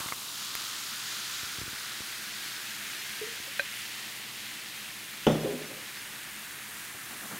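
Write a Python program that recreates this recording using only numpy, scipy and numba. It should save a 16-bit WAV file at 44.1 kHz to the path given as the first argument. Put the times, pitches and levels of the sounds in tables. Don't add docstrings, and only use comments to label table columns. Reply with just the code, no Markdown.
import sys
import numpy as np
from scipy import signal
from scipy.fft import rfft, irfft
from scipy.io import wavfile
from scipy.ndimage import uniform_filter1d
from numba import njit

SR = 44100
rng = np.random.default_rng(int(sys.argv[2]) if len(sys.argv) > 2 else 0)


def unload_wav(signal):
    wavfile.write(
        sys.argv[1],
        SR,
        np.round(np.clip(np.atleast_2d(signal).T, -1, 1) * 32767).astype(np.int16),
    )


def how_loud(loudness_db):
    steps = np.asarray(loudness_db, float) / 20
    return 10 ** steps


N = 325899
TIME_S = np.arange(N) / SR
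DRIFT_STARTS_S = 5.48


def level(x, db):
    return x * how_loud(db) / np.sqrt(np.mean(x ** 2))


def curve(table):
    time_s, value = np.transpose(table)
    return np.interp(TIME_S, time_s, value)


def colour(x, spectrum):
    hz, db = np.transpose(spectrum)
    f = np.maximum(np.arange(N // 2 + 1) * SR / N, 1)
    return irfft(rfft(x, N) * how_loud(np.interp(np.log(f), np.log(hz), db)), N)


@njit
def svf(x, hz, width):
    y, b, l = np.empty(len(x)), 0., 0.
    for i in range(len(x)):
        g = np.tan(np.pi * hz[i] / SR)
        k = width[i] / hz[i]
        v = (b + g * (x[i] - l)) / (1 + g * (g + k))
        b = 2 * v - b
        l = l + 2 * g * v
        y[i] = k * v
    return y


def band(x, hz, width):
    hz = np.minimum(hz, .45 * SR) + np.zeros(N)
    width = width + np.zeros(N)
    return svf(svf(x, hz, width), hz, width)


def walk(rate_hz):
    hold = int(SR / rate_hz)
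    steps = np.repeat(rng.standard_normal(N // hold + 1), hold)
    return 1.05 * uniform_filter1d(uniform_filter1d(steps, hold), hold)[:N]


def bursts(rate_hz, spread_db):
    chance, size, sign = rng.random(N), rng.exponential(size=N), rng.standard_normal(N)
    height = how_loud(np.minimum(spread_db * size, 5 * spread_db))
    return (chance < rate_hz / SR) * np.sign(sign) * height


def swells(rows, rise_db_s, fall_db_s):
    gain = np.zeros(N)
    for s, db, hold_s in rows:
        rise_db = rise_db_s * np.maximum(s - TIME_S, 0)
        fall_db = fall_db_s * np.maximum(TIME_S - s - hold_s, 0)
        gain += how_loud(db - rise_db - fall_db)
    return gain


def add(out, s, sound):
    i = int(s * SR)
    out[i:i + len(sound)] += sound[:N - i]


def ring(hz, t60_s, glide=0.):
    t = np.arange(int(1.2 * t60_s * SR) + 2) / SR
    cycles = hz * (t + glide * t ** 2 / (2 * t60_s))
    return np.sin(2 * np.pi * cycles) * how_loud(-60 * t / t60_s)


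def body(force, modes):
    out = np.zeros(N)
    for k, (hz, db, t60_s) in enumerate(modes):
        pole = np.exp(2j * np.pi * hz / SR - np.log(1000) / (t60_s * SR))
        out += (-1) ** k * how_loud(db) * signal.lfilter([1], [1, -pole], force).imag
    return out


def room():
    # freq_hz, density_db
    rumble_spectrum = [(15, -51), (25, -16), (37, -14), (53, -12.5), (91, -18), (99, -8), (114, -9.5),
                       (162, -3), (179, -9.5), (212, 2), (243, -8), (307, -4), (510, -11.5), (1000, -7),
                       (1400, -6), (1820, -32), (3080, -120)]
    # freq_hz, level_db
    motor_tones = [(53, -74), (205, -71.5)]
    mains_hz, mains_db = 120.5, -63
    rumble = colour(rng.standard_normal(N), rumble_spectrum) * how_loud(0.69 * walk(4.62))
    hum = how_loud(mains_db + 1.0 * walk(3.19)) * np.sin(2 * np.pi * mains_hz * TIME_S)
    for hz, db in motor_tones:
        phase = 2 * np.pi * hz * TIME_S + 0.83 * walk(2.86)
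        hum += how_loud(db + 0.5 + 1.6 * walk(5.0)) * np.sin(phase)
    return level(rumble, -53) + hum


def treble_patches(count=25):
    out = np.zeros(N)
    length = 1600
    for when, where in rng.random((count, 2)):
        hz = 5000 * 3.0 ** where
        edge = signal.butter(6, [hz - 650, hz + 650], "band", fs=SR, output="sos")
        patch = signal.sosfilt(edge, rng.standard_normal(length)) * signal.windows.tukey(length, .6)
        add(out, 1 + 6 * when, level(patch, -55 - 6 * where))
    return out


def rustle():
    # start_s, level_db, hold_s
    shifts = [
        (6.67, -59, .01),
        (6.952, -47.5, 0.0072),
        (7.11, -48.5, 0.016),
        (7.15, -57, .01),
        (7.22, -48.5, .04),
        (7.31, -43, 0.037),
    ]
    # freq_hz, density_db
    cloth_spectrum = [(59, -37), (100, -15), (125, -4.5), (150, -8), (212, 1.5), (444, -12), (738, -6),
                      (1400, -11), (1820, -41), (3080, -120)]
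    grains = level(colour(bursts(900, 3.1), cloth_spectrum), 0)
    return grains * swells(shifts, rise_db_s=900, fall_db_s=400)


def bumps():
    # start_s, peak_db, snap_db (relative)
    bump_events = [(0.004, -36, 6.5), (0.06, -39, 9), (0.123, -46, -7), (1.432, -30.5, -5),
                   (1.585, -27, -5), (1.615, -26, -3), (1.633, -30, -8), (1.679, -31, 0), (1.731, -39.5, 6),
                   (2.005, -35, 6), (3.214, -41, -3), (3.401, -45, 9), (6.948, -41, -9)]
    swing_hz, snap_hz = 117, 288
    out = np.zeros(N)
    for s, db, snap_db in bump_events:
        add(out, s, how_loud(db - 3.0) * ring(swing_hz, 0.0223))
        add(out, s, how_loud(db + snap_db) * ring(snap_hz, 0.01))
    return signal.lfilter(*signal.butter(2, 65, "high", fs=SR), out)


def clinks():
    # start_s, peak_db
    taps = [
        (3.595, -13),
    ]
    # freq_hz, level_db, t60_s
    glass_modes = [(560, -9.5, 0.081), (1574, 2.5, 0.046), (1900, 1, 0.014), (2480, -1.5, 0.033),
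                   (3220, -7, .008), (3980, -9, 0.02)]
    chip_s, chip_db, chip_hz, chip_t60_s = 3.6036, -29, 4070, .035
    force = np.zeros(N)
    for s, db in taps:
        add(force, s, how_loud(db - 5.5) * np.hanning(6) / 2.76)
        add(force, s + .0085, how_loud(db - 23.5) * np.hanning(6) / 2.5)
    out = body(force, glass_modes)
    add(out, chip_s, how_loud(chip_db) * ring(chip_hz, chip_t60_s))
    return out


def set_down():
    # start_s, blow_db, contact_s
    blows = [
        (5.2675, -18.5, 0.000215),
        (5.2743, -41, 0.0014),
        (5.279, -38, 0.0024),
        (5.301, -27.5, 0.00058),
        (5.326, -37.5, 0.00044),
        (5.349, -31.5, 0.00088),
        (5.368, -52, 0.001),
        (5.444, -42, 0.00047),
        (5.63, -47, 0.0013),
        (5.725, -51, 0.00082),
    ]
    # freq_hz, level_db, t60_s
    table_modes = [(56.3, -26, 0.82), (114, -10, 0.12), (155.3, -9.5, 0.94), (216.5, -0.5, 0.4),
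                   (248, -3.5, 0.15), (294, -4, 0.16), (356.5, -4, 0.11), (398, 0.5, 0.14),
                   (444, 16, 0.016), (484, -2, 0.12), (527, -7, 0.12), (605.3, -3.5, 0.25), (752, -9, 0.24),
                   (847, -1.5, 0.063), (970, -1.5, 0.025), (1130, -18, 0.11), (1427, -9, 0.054),
                   (2600, -9, .012), (2990, -4, 0.049), (3300, -13, .15), (3520, -16, .04),
                   (5200, -24, .02), (6500, -24, .015)]
    # freq_hz, density_db
    scatter_spectrum = [(71, -28.5), (120, -15), (218, -10.5), (563, -9), (938, -22), (1450, -21),
                        (1650, -33), (1800, -23.5), (2220, -32), (3500, -22), (4250, -61), (5250, -33),
                        (8000, -45), (10400, -79), (17600, -120)]
    # start_s, level_db, hold_s
    rolls = [
        (5.375, -36.5, 0.014),
        (5.445, -36, 0.09),
        (5.6, -53, 0.036),
        (5.70, -51, 0.03),
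        (5.79, -61, 0.017),
    ]
    roll_hz = 406
    force = np.zeros(N)
    for s, db, contact_s in blows:
        push = np.hanning(max(int(contact_s * SR), 1) + 2)
        add(force, s, -how_loud(db) * push / push.sum())
    after_s = np.maximum(TIME_S - blows[0][0], 0)
    early, late = how_loud(-21 - 60 * after_s / 0.034), how_loud(-25 - 60 * after_s / 0.56)
    scatter = (after_s > 0) * (early + late) * level(colour(rng.standard_normal(N), scatter_spectrum), 0)
    grind = band(bursts(550, 2.86), roll_hz, 3.2 * roll_hz)
    grind = band(grind, roll_hz, 3.8 * roll_hz)
    damped = [(hz, db - 10 * np.log10(t60_s), 0.48 * t60_s) for hz, db, t60_s in table_modes]
    rocking = swells(rolls, rise_db_s=500, fall_db_s=178) * level(body(grind, damped), 0)
    return body(force, table_modes) + scatter + rocking


def glugs():
    # start_s, peak_db, pitch_hz, t60_s
    glug_notes = [
        (3.212, -30.5, 433.8, 0.23),
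        (3.231, -33, 431, 0.23),
        (3.269, -41, 460, 0.24),
        (3.474, -41, 545, 0.079),
        (5.439, -28.5, 398, 0.22),
        (5.484, -34, 408.6, 0.56),
        (5.534, -27.5, 244, 0.16),
    ]
    attack_s = 0.0055
    out = np.zeros(N)
    for s, db, hz, t60_s in glug_notes:
        note = ring(hz, t60_s, glide=0.061)
        attack = np.minimum(np.arange(len(note)) / (attack_s * SR), 1)
        add(out, s, how_loud(db) * note * attack)
    return out


def pops():
    # start_s, peak_db, pitch_hz, tick_db, t60_s
    pop_events = [
        (.006, -28, 1470, -33.5, 0.0056),
        (0.086, -31, 1140, -38, 0.023),
        (.123, -22, 1170, -45, 0.015),
        (0.131, -32, 1110, -45, 0.013),
        (.22, -36, 1290, -49, 0.011),
        (0.5523, -28, 1240, -18.5, 0.0098),
        (2.02, -37, 1310, -44, 0.011),
        (3.376, -35, 1490, -46, .012),
    ]
    out = np.zeros(N)
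    for s, db, hz, tick_db, t60_s in pop_events:
        add(out, s, how_loud(db) * ring(hz, t60_s, 0.05))
        add(out, s + 0.00019, how_loud(db - 2.0) * ring(1.84 * hz, .9 * t60_s))
        hiss = uniform_filter1d(rng.standard_normal(70), size=2)
        add(out, s, how_loud(tick_db) * np.hanning(70) * hiss)
    return out


def air_column(stream_db, crackle, after_s):
    # time_s, pitch_hz
    column_pitch = [(0, 1140), (1.0, 1385), (2.5, 1645), (3.5, 1878), (5, 1900), (7.39, 1720)]
    pitch_hz = curve(column_pitch)
    width_hz = 630 + 91 * TIME_S
    big = bursts(3500, 2.16) + how_loud(-7.5) * crackle
    main = level(band(big, pitch_hz, width_hz), 0)
    skirt_db = 0.6 + 6 * np.log2(pitch_hz / 1900) - 3.5 * after_s
    skirt = how_loud(skirt_db) * level(band(bursts(4500, 2.6), 1.4 * pitch_hz, 1.74 * width_hz), 0)
    return (main + skirt) * how_loud(0.53 * walk(13) - 44 + stream_db - 1.0)


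def foam(stream_db, crackle, until_drift_s, after_s):
    # freq_hz, width_hz, level_db
    bubble_sizes = [(3055, 2370, -0.5), (3860, 3120, 3.5), (4830, 4600, 0.5), (6720, 2300, -5.5)]
    # start_s, level_db, hold_s
    head_rows = [
        (.39, -2, 1),
    ]
    foam_db, collapse_s, collapse_time_s = -40.5, 4.77, .15
    head_db = 2.5 * swells(head_rows, rise_db_s=300, fall_db_s=24)
    collapse_db = 2.5 * (1 + np.tanh((TIME_S - collapse_s) / collapse_time_s)) / 2
    thinning_db = 0.91 * until_drift_s + 0.7 * after_s
    total_db = foam_db + 0.22 * stream_db - thinning_db + head_db - collapse_db
    tilt_db = 0.62 * (total_db - foam_db) + .5 * head_db
    out = np.zeros(N)
    for hz, width_hz, db in bubble_sizes:
        gain_db = db + 0.97 * walk(15) + tilt_db * np.log2(hz / 4000) - 6
        out += how_loud(gain_db) * level(band(bursts(6000, 2.54) + crackle, hz, width_hz), 0)
    return out * how_loud(total_db)


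def spray(stream_db, crackle, until_drift_s, after_s):
    # freq_hz, density_db
    spray_spectrum = [(3240, -34.5), (5500, -6), (6360, -0.5), (7860, 0), (9290, 2), (10800, 0),
                      (14300, -1), (15400, -4)]
    splash_db = 2.5 * np.exp(-TIME_S / 0.14)
    spray_db = -43 + 0.14 * stream_db - 0.64 * until_drift_s + 1.5 * after_s + splash_db
    fine = level(colour(bursts(12000, 2.5) + crackle, spray_spectrum), 0)
    return fine * how_loud(spray_db + 0.4 * walk(16))


def fizz():
    # time_s, level_db
    stream = [(0, 3), (.09, 1.5), (.15, -7.5), (.33, -4.5), (.44, -2), (.65, -0.5), (1.2, 0.5), (2.1, 0),
              (2.4, 0), (2.7, -0.5), (3.6, 0), (3.9, -1.5), (4.5, -3), (5.1, -4.5), (5.8, -3.5),
              (6.6, -2.5), (7.25, -3), (7.39, -0.5)]
    stream_db = curve(stream)
    until_drift_s = np.minimum(TIME_S, DRIFT_STARTS_S)
    after_s = np.maximum(TIME_S - DRIFT_STARTS_S, 0)
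    crackle = how_loud(0.5) * bursts(350, 1.54)
    surge_db = 0.5 * walk(11) + 0.17 * walk(30)
    out = air_column(stream_db, crackle, after_s)
    out += foam(stream_db, crackle, until_drift_s, after_s)
    out += spray(stream_db, crackle, until_drift_s, after_s)
    return out * how_loud(surge_db)


def scene():
    bubbling = fizz()
    mid = bubbling + pops() + glugs() + set_down() + clinks() + bumps() + rustle() + room()
    low = signal.lfilter(*signal.butter(2, 180, fs=SR), rng.standard_normal(N))
    leaning = signal.lfilter(*signal.butter(1, 200, fs=SR), mid - bubbling)
    side = level(low, -87.0) + how_loud(-33.5) * leaning + treble_patches()
    return np.array([mid - side, mid + side])


def roll_off(x):
    return signal.sosfilt(signal.butter(12, 16510, fs=SR, output="sos"), x)


def record(dry):
    ceiling, bass_hz, top_hz = 0.61, 32, 15750
    rounded = ceiling * np.tanh(dry / ceiling)
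    heard = signal.lfilter(*signal.butter(3, bass_hz, "high", fs=SR), rounded)
    top = signal.ellip(10, .3, 70, top_hz, fs=SR, output="sos")
    return roll_off(signal.sosfilt(top, heard))


dry = scene()
out = record(dry)
unload_wav(out)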